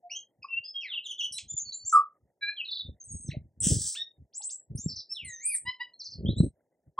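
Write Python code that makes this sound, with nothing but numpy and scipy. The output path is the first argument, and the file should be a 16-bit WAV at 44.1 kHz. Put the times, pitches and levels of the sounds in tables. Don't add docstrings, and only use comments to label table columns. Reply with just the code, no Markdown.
import sys
import numpy as np
from scipy import signal
from scipy.fft import rfft, irfft
from scipy.io import wavfile
from scipy.ndimage import uniform_filter1d

SR = 44100
rng = np.random.default_rng(int(sys.argv[2]) if len(sys.argv) > 2 else 0)


def generate_wav(signal):
    frames = np.transpose(np.atleast_2d(signal))
    scaled = np.clip(frames, -1, 1) * 32767
    pcm = np.round(scaled).astype(np.int16)
    wavfile.write(sys.argv[1], SR, pcm)


N = 308259


# (frequency [Hz], density [dB])
AIR_SPECTRUM = [(30, -23.5), (100, -10.5), (250, -8.5), (600, -5), (950, -17.5), (2000, -11.5),
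                (2800, -27.5), (16000, -40)]
AIR_DB = -72.5
# (time [s], length [s], pitch [Hz], peak level [dB])
HOLDS = [(.025, 0.076, 703, -48), (1.648, .067, 4440, -38.5), (2.81, .06, 3600, -46), (4.8, .07, 3650, -66)]
HOLD_ENDS_DB, HOLD_SAG = -20, .02
# (frequency [Hz], t60 [s])
ECHO_DECAY = [(800, 0.23), (3000, .19), (10000, .19)]
# (frequency [Hz], gain [dB])
ECHO_SPECTRUM = [(1200, -10), (3000, -1), (8000, -1)]
WET_DB = 1.5
# (time [s], length [s], start pitch [Hz], end pitch [Hz],
# end level [dB], start level re end [dB], overtones re first partial at the loudest point [dB] ..)
SCOOPS = [(0.096, .04, 2020, 2900, -42, -16, 0), (.135, .045, 2500, 3200, -42, -10, -2.5),
          (0.637, 0.032, 1480, 1691, -80, -5, 20, 35), (.668, .035, 4200, 5150, -44, -14),
          (1.478, .04, 2900, 3550, -60, -16, 20), (1.515, .035, 3000, 3600, -60, -10, 17.5),
          (1.565, 0.026, 3277, 3550, -61, -4, 29), (1.724, 0.045, 6000, 7220, -38.5, -16),
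          (1.847, 0.037, 5690, 7370, -33, -22), (4.325, 0.072, 1864, 7900, -40, -34),
          (4.412, .069, 1903, 8116, -37.5, -23), (4.492, 0.055, 2200, 7746, -39, -22),
          (4.774, .022, 4600, 6500, -45, -2), (4.79, .075, 6300, 7400, -48, 3),
          (5.087, 0.041, 2220, 2691, -69, -22, 30, 6.5)]
SCOOP_BEND, SCOOP_SWELL = 3.6, 3.
# (time [s], half length to half amplitude [s], level [dB])
GUSTS = [(0.403, 0.016, -60.5), (0.583, 0.019, -60.5), (1.346, 0.055, -62.5), (1.455, 0.019, -53.5),
         (1.537, 0.015, -46.5), (1.66, 0.038, -59), (1.851, 0.026, -57), (2.248, 0.021, -57),
         (2.889, 0.038, -43.5), (3.138, 0.041, -43.5), (3.341, 0.081, -41.5), (3.726, 0.068, -28.5),
         (4.219, 0.027, -51), (4.747, 0.029, -37), (4.902, 0.045, -43), (5.265, 0.043, -49),
         (5.651, 0.027, -44.5), (6.282, 0.075, -28), (6.438, 0.034, -24), (6.885, 0.017, -52.5)]
# (frequency [Hz], density [dB])
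WIND_SPECTRUM = [(20, -44.5), (60, 10.5), (110, 10.5), (200, 0.5), (400, -18), (800, -51.5), (1300, -93)]
# (frequency [Hz], density [dB])
ROAR_SPECTRUM = [(100, -31.5), (250, -1.5), (550, -12.5), (900, -43.5), (1300, -98)]
# (time [s], level before decay [dB], pitch [Hz])
THUMPS = [(3.287, -16, 139), (3.368, -16, 121), (3.667, -10.5, 181), (3.765, -13, 108), (3.139, -26, 90),
          (4.75, -17, 118.3), (4.86, -12.5, 159.6), (6.248, -14.5, 197.5), (6.304, -11.5, 107),
          (6.402, -2.5, 168.4)]
SNAP_S, SNAP_DB = 6.408, -29.5
# (time [s], length [s], start pitch [Hz], end pitch [Hz],
# end level [dB], start level re end [dB], overtones re first partial at the loudest point [dB] ..)
SLIDES = [(.42, 0.016, 2775, 2398, -43, -30.5, -2), (0.442, .012, 1097, 1100, -36, -14),
          (.925, .062, 3900, 2650, -36, -14), (1.038, 0.038, 4064, 2940, -38, -20, -9, -21.5),
          (1.088, .036, 3650, 2900, -38, -10, -10, -20), (1.222, .038, 3450, 2900, -32, -8, -13, -25),
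          (1.18, 0.036, 3544, 2800, -30, -16, -11.5, -31), (1.592, 0.034, 6110, 7110, -37.5, -3.5),
          (1.72, .01, 3868, 4300, -37, -12.5), (1.79, 0.052, 4520, 4480, -50, -6),
          (1.892, 0.008, 7585, 5644, -34, -12), (2.564, 0.057, 3450, 2480, -34.5, -14),
          (3.0, 0.02, 6710, 6100, -46.5, -6), (3.337, 0.017, 630, 601, -43.5, -18.5),
          (4.402, .014, 900, 760, -55, -3), (4.882, .024, 5800, 4200, -40, -3),
          (4.912, .018, 5600, 4000, -44, 5), (4.958, .022, 6300, 3850, -40, -5),
          (4.988, .019, 5700, 3850, -44, 11), (5.935, 0.0097, 4140, 4310, -52, -2),
          (6.257, 0.059, 3088, 4070, -47, 4), (6.353, 0.042, 3320, 4140, -41, -32.5, -2.5),
          (6.976, 0.022, 1058, 1102, -20, -32, -41.5, -19)]
SLIDE_SWELL = 1.8
# ([overtones re first partial at the loudest point [dB]],
# [(time [s], pitch [Hz], level [dB]), ..])
GLIDES = [ ([], [(.483, 2720, -52), (.5, 2720, -37), (.54, 2680, -36), (.59, 2790, -36)]), ([],
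          [(.74, 3250, -54), (.765, 3254, -34), (.8, 3222, -48), (.86, 2085, -40), (.9, 1538, -70),
          (.96, 1020, -68)]), ([], [(.808, 5860, -54.5), (.85, 4420, -63), (.92, 3210, -38),
          (.945, 2640, -36)]), ([0], [(1.335, 4050, -54), (1.36, 3900, -48), (1.381, 4150, -42),
          (1.39, 1776, -39)]), ([-46], [(1.926, 1319, -23), (1.96, 1270, -19), (1.985, 1228, -21),
          (2.016, 1270, -30)]), ([], [(1.926, 1239, -46), (1.945, 1217, -16.5), (1.985, 1138, -27),
          (2.016, 1181, -32)]), ([], [(3.08, 6710, -56.5), (3.1, 6606, -46.5), (3.25, 6450, -62),
          (3.276, 6200, -50)]), ([18, -2], [(3.948, 1050, -64), (3.962, 1620, -57), (3.976, 1810, -54),
          (4.02, 1850, -50.5), (4.028, 1840, -60)]), ([], [(5.135, 4220, -59), (5.15, 3980, -49),
          (5.19, 2945, -42.5), (5.25, 2080, -57.5)]), ([-10.5], [(5.247, 2130, -49), (5.32, 1874, -48.5),
          (5.39, 1836, -58), (5.44, 2336, -55), (5.5, 2487, -44), (5.535, 2248, -46),
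          (5.556, 1750, -50.5)]), ([], [(5.247, 9180, -40), (5.27, 8400, -49), (5.3, 6600, -49.5),
          (5.34, 6310, -48.5), (5.385, 5995, -54), (5.425, 6630, -50.5), (5.46, 8660, -29),
          (5.495, 9400, -35.5), (5.52, 9820, -48), (5.55, 8920, -26.5), (5.575, 7280, -50)]), ([],
          [(5.45, 10600, -58), (5.49, 11720, -58), (5.515, 10480, -41), (5.55, 11300, -46)]), ]
OVERTONE_GROWTH = .55
FLUTTER_DB = 2.5
# (time [s], decay length [s], centre [Hz], half width to 1/e [Hz], level [dB])
SCRAPES = [(1.322, 0.014, 5570, 675, -42.5), (1.322, 0.03, 8750, 600, -44), (1.328, 0.014, 10530, 300, -43),
           (1.915, 0.025, 7850, 900, -41.5), (1.929, .03, 9070, 577, -45.5), (3.95, .02, 4100, 600, -50),
           (4.434, .026, 10200, 500, -63), (4.337, .02, 5400, 500, -56), (5.556, .015, 6000, 1500, -58),
           (4.752, 0.017, 8890, 400, -45.5), (4.757, 0.035, 10770, 683, -58.5),
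           (6.431, 0.026, 8430, 493, -52), (1.949, 0.024, 5100, 298, -57), (5.12, 0.024, 8670, 296, -56),
           (3.603, 0.018, 8330, 805, -33)]
# (time [s], low voice [Hz], high voice [Hz], level [dB])
CHORD = [(2.409, 1672, 2296, -63), (2.431, 1653, 2331, -35), (2.462, 1626, 2357, -46),
         (2.497, 1694, 2401, -34), (2.505, 1737, 2340, -52)]
# (time [s], length [s], top pitch [Hz], bottom pitch [Hz], level midway [dB])
DROPS = [(2.646, 0.019, 4597, 3667, -43), (2.674, 0.025, 4560, 3450, -40), (2.706, 0.031, 5000, 3400, -38),
         (2.743, 0.034, 5100, 3400, -39), (2.78, 0.034, 4900, 3450, -39), (3.038, .028, 9260, 7910, -50),
         (3.108, 0.027, 9560, 8220, -44.5), (3.145, .03, 9200, 7900, -49), (3.18, 0.02, 9030, 7940, -51),
         (3.207, 0.038, 9360, 7970, -48), (3.277, .009, 6600, 5250, -49), (3.287, 0.008, 4500, 3500, -52),
         (3.298, 0.011, 2500, 1600, -52), (3.3, 0.025, 4500, 1800, -50), (3.31, 0.009, 4800, 3700, -49),
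         (5.99, 0.033, 6380, 3970, -46), (6.039, 0.037, 6900, 4110, -44), (6.101, 0.04, 6600, 4200, -48)]
# (time [s], level [dB])
RASP = [(3.612, -52.5), (3.636, -26.5), (3.721, -36), (3.93, -37), (3.962, -52)]
# (frequency [Hz], density [dB])
RASP_WIDE = [(900, -61.5), (1600, -24.5), (2400, -30), (3150, -12), (4300, -32), (5800, -6.5), (6900, -9.5),
             (8100, 1.5), (9600, -13.5), (10200, -39.5), (11000, -22), (11700, -30), (12300, -80),
             (14000, -66), (15400, -20)]
# (frequency [Hz], gain [dB])
RASP_CLOSING = [(1700, -5), (2900, -17), (4400, 16), (5800, -1)]
BEAK_CLOSES_S, BEAK_TAKES_S = 3.67, .09
# (time [s], length [s], final pitch [Hz], peak level [dB])
CLUCKS = [(5.651, 0.058, 1021, -42), (5.794, 0.034, 992, -44)]
CLUCK_OVERTONES_DB = [8, 2.5, -4.5, -8]
CLUCK_START, CLUCK_PEAK = .916, .6
CLUCK_ARCH_DB = -14
# (frequency [Hz], lead of the left port [rad])
PORTS = [(100, .42), (2000, .55), (6800, .37), (8500, 1.3), (12000, 1.1)]
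# (frequency [Hz], level [dB])
SUPPRESSION = [(700, -130), (1100, -87), (2500, -88.0), (3500, -88),
               (10000, -80.0), (12500, -61.5), (15000, -82.5)]
EDGE_HZ = 15800


def gain_of(db):
    return 10 ** (np.asarray(db) / 20)


def evened(x):
    return x / np.sqrt(np.mean(x ** 2) + 1e-20)


def read(points, hz):
    f, value = np.transpose(points)
    return np.interp(np.log(hz + 1), np.log(f + 1), value)


def add(mix, s, sound):
    part = mix[round(s * SR):][:len(sound)]
    part += sound[:len(part)]


def filtered(x, points):
    gain = gain_of(read(points, np.fft.rfftfreq(x.shape[-1], 1 / SR)))
    return irfft(rfft(x) * gain, x.shape[-1])


def coloured(x, points):
    return evened(filtered(x, points))


def note(overtones_db, rows):
    s, hz, db = np.transpose(rows)
    t = np.arange(s[0], s[-1], 1 / SR)
    level_db = np.interp(t, s, db)
    tremor = evened(uniform_filter1d(rng.standard_normal(SR // 2), 60))[:len(t)]
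    pitch = uniform_filter1d(np.interp(t, s, hz), 150, mode="nearest")
    haste = abs(np.gradient(np.log(pitch))) * SR
    pitch = pitch * (1 + np.minimum(0.0048 + 0.0004 * haste, .05) * tremor)

    wander = signal.oaconvolve(rng.standard_normal(SR // 2), signal.windows.blackman(300), "same")
    flutter_db = FLUTTER_DB * np.tanh(haste / 8) * evened(wander)[:len(t)]

    angle = 2 * np.pi * np.cumsum(pitch) / SR
    effort = gain_of(OVERTONE_GROWTH * (level_db - db.max()))
    overtones = sum(gain_of(d) * np.sin(k * angle) for k, d in enumerate(overtones_db, 2))
    tone = np.sin(angle) + effort * overtones
    edges = np.sin(np.pi / 2 * np.clip(np.minimum(t - s[0], s[-1] - t) / 0.0043, 0, 1))
    return s[0], np.sqrt(2) * gain_of(level_db + flutter_db) * edges * tone


def shaped(overtones_db, s, length, hz_of, db_of):
    left = np.linspace(1, 0, num=24)
    rows = np.transpose([s + length * (1 - left), hz_of(left), db_of(left)])
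    return note(overtones_db, rows)


def air():
    noise = rng.standard_normal((3, N))
    flicker_db = 1.5 * evened(uniform_filter1d(noise[2], 2000))
    both = [coloured(noise[0] + side * 0.11 * noise[1], AIR_SPECTRUM) for side in (1, -1)]
    return gain_of(AIR_DB + flicker_db) * np.array(both)


def hold(s, length, hz, db):
    return shaped([], s, length,
                  lambda left: hz * (1 + HOLD_SAG * (2 * left - 1) ** 2),
                  lambda left: db + HOLD_ENDS_DB * (2 * left - 1) ** 2)


def surroundings(x, wet_db):
    echoes = np.zeros((2, SR // 2))
    at = np.arange(100, SR // 2 - 20, 20) + rng.integers(0, 20, (2, (SR // 2 - 101) // 20))
    np.put_along_axis(echoes, at, rng.choice([-1., 1.], at.shape), 1)
    echoes = echoes[0] + .12 * echoes[1] * np.array([[1], [-1]])

    hz, t, z = signal.stft(echoes, SR, nperseg=256)
    decay = gain_of(-60 * t / read(ECHO_DECAY, hz)[:, None])
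    tail = signal.istft(z * decay, SR, nperseg=256)[1]
    tail *= gain_of(wet_db) / np.linalg.norm(tail[0])
    tail = filtered(tail, ECHO_SPECTRUM)
    tail[:, 0] = 1
    return signal.fftconvolve(x[None], tail / np.linalg.norm(tail[0]), axes=1)[:, :N]


def scoop(s, length, from_hz, to_hz, db, start_db, *overtones_db):
    return shaped(overtones_db, s, length,
                  lambda left: to_hz + (from_hz - to_hz) * left ** SCOOP_BEND,
                  lambda left: db + start_db * left ** SCOOP_SWELL)


def wind():
    t = np.arange(N) / SR
    gusts = sum(gain_of(db - 6.03 * ((t - s) / half) ** 2) for s, half, db in GUSTS)
    lumps_db = 5.2 * evened(uniform_filter1d(uniform_filter1d(rng.standard_normal(N), 400), 400))
    out = coloured(rng.standard_normal(N), WIND_SPECTRUM) * gusts * gain_of(lumps_db)
    roar = coloured(rng.standard_normal(N), ROAR_SPECTRUM) * gain_of(lumps_db)
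    out += gain_of(6.5) * gusts ** 1.578 * roar

    t = t[:SR // 4]
    attack = 1 - np.exp(-(t / 0.0016) ** 2)
    for s, level_db, hz in THUMPS:
        decay = gain_of(level_db - 60 * t / 0.049)
        add(out, s, decay * np.sin(2 * np.pi * hz * t) * attack)
    snap = np.exp(-(t / 0.00024 - 2.) ** 2)
    add(out, SNAP_S, gain_of(SNAP_DB) * snap)
    return out


def slide(s, length, from_hz, to_hz, db, start_db, *overtones_db):
    return shaped(overtones_db, s, length,
                  lambda left: to_hz + (from_hz - to_hz) * left,
                  lambda left: db + start_db * left ** SLIDE_SWELL)


def scrape(s, length, hz, width_hz, db):
    t = np.arange(4096) / SR
    noise = rfft(rng.standard_normal(4096))
    resonance = np.exp(-((np.fft.rfftfreq(4096, 1 / SR) - hz) / width_hz) ** 2)
    puff = evened(irfft(noise * resonance))
    attack = 1 - np.exp(-(t / 0.00074) ** 2)
    return s, gain_of(db) * puff * np.exp(-(t / length) ** 4) * attack


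def chord():
    s, low_hz, high_hz, db = np.transpose(CHORD)
    t = np.arange(s[0], s[-1], 1 / SR)
    low, high = (2 * np.pi * np.cumsum(np.interp(t, s, hz)) / SR for hz in (low_hz, high_hz))
    tone = np.sin(low) + gain_of(-0.3) * np.sin(high) + gain_of(-2.0) * np.sin(low + high)
    tone += gain_of(-33.5) * np.sin(2 * low) + gain_of(-31.5) * np.sin(2 * high)
    edges = signal.windows.tukey(len(t), .06)
    return s[0], np.sqrt(2) * gain_of(np.interp(t, s, db)) * edges * tone


def drop(s, length, top_hz, bottom_hz, db):
    knee_hz = bottom_hz + .35 * (top_hz - bottom_hz)
    return note([], [(s, top_hz, db - 10.5),
                     (s + .5 * length, knee_hz, db),
                     (s + length, bottom_hz, db + 3.0)])


def rasp():
    s, db = np.transpose(RASP)
    t = np.arange(s[0], s[-1], 1 / SR)
    noise = rng.standard_normal((2, SR // 2))[:, :len(t)]
    puffs = noise[0] * gain_of(3.2 * evened(uniform_filter1d(noise[1], 120)))
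    wide = coloured(puffs, RASP_WIDE)
    closed = coloured(wide, RASP_CLOSING)
    closing = np.clip((t - BEAK_CLOSES_S) / BEAK_TAKES_S, 0, 1)
    voiced = evened(np.sqrt(1 - closing) * wide + np.sqrt(closing) * closed)
    return s[0], gain_of(np.interp(t, s, db)) * voiced * signal.windows.tukey(len(t), .01)


def cluck(s, length, hz, db):
    return shaped(CLUCK_OVERTONES_DB, s, length,
                  lambda left: hz * (1 - (1 - CLUCK_START) * left ** 2),
                  lambda left: db + CLUCK_ARCH_DB * (2 * (left - 1 + CLUCK_PEAK)) ** 2)


def scene():
    bird = np.zeros(N)
    song = [(scoop, SCOOPS), (slide, SLIDES), (hold, HOLDS), (cluck, CLUCKS),
            (note, GLIDES), (scrape, SCRAPES), (drop, DROPS)]
    for sing, rows in song:
        for row in rows:
            add(bird, *sing(*row))
    add(bird, *chord())
    add(bird, *rasp())
    return gain_of(6.5) * surroundings(bird, WET_DB) + wind() + air()


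def record(dry):
    hz, t, z = signal.stft(dry, SR, nperseg=512, noverlap=384)
    z = z * np.exp(.5j * np.array([[1], [-1]]) * read(PORTS, hz))[:, :, None]

    power = uniform_filter1d(uniform_filter1d((abs(z) ** 2).mean(0), 3, 0), 3, 1)
    weak = gain_of(read(SUPPRESSION, hz))[:, None] ** 2
    suppression = power ** 1.3236 / (power ** 1.2896 + weak ** 1.227)
    least = gain_of(-7.5) * (power < weak * gain_of(-50.))
    z *= np.maximum(suppression, least)

    clean = signal.istft(z, SR, nperseg=512, noverlap=384)[1][:, :N]
    clean = signal.sosfilt(signal.butter(3, 55, "high", fs=SR, output="sos"), clean)
    lowpass = signal.firwin(511, EDGE_HZ, window=("kaiser", 9), fs=SR)
    return signal.oaconvolve(clean, lowpass[None], "same")


dry = scene()
out = record(dry)
generate_wav(out)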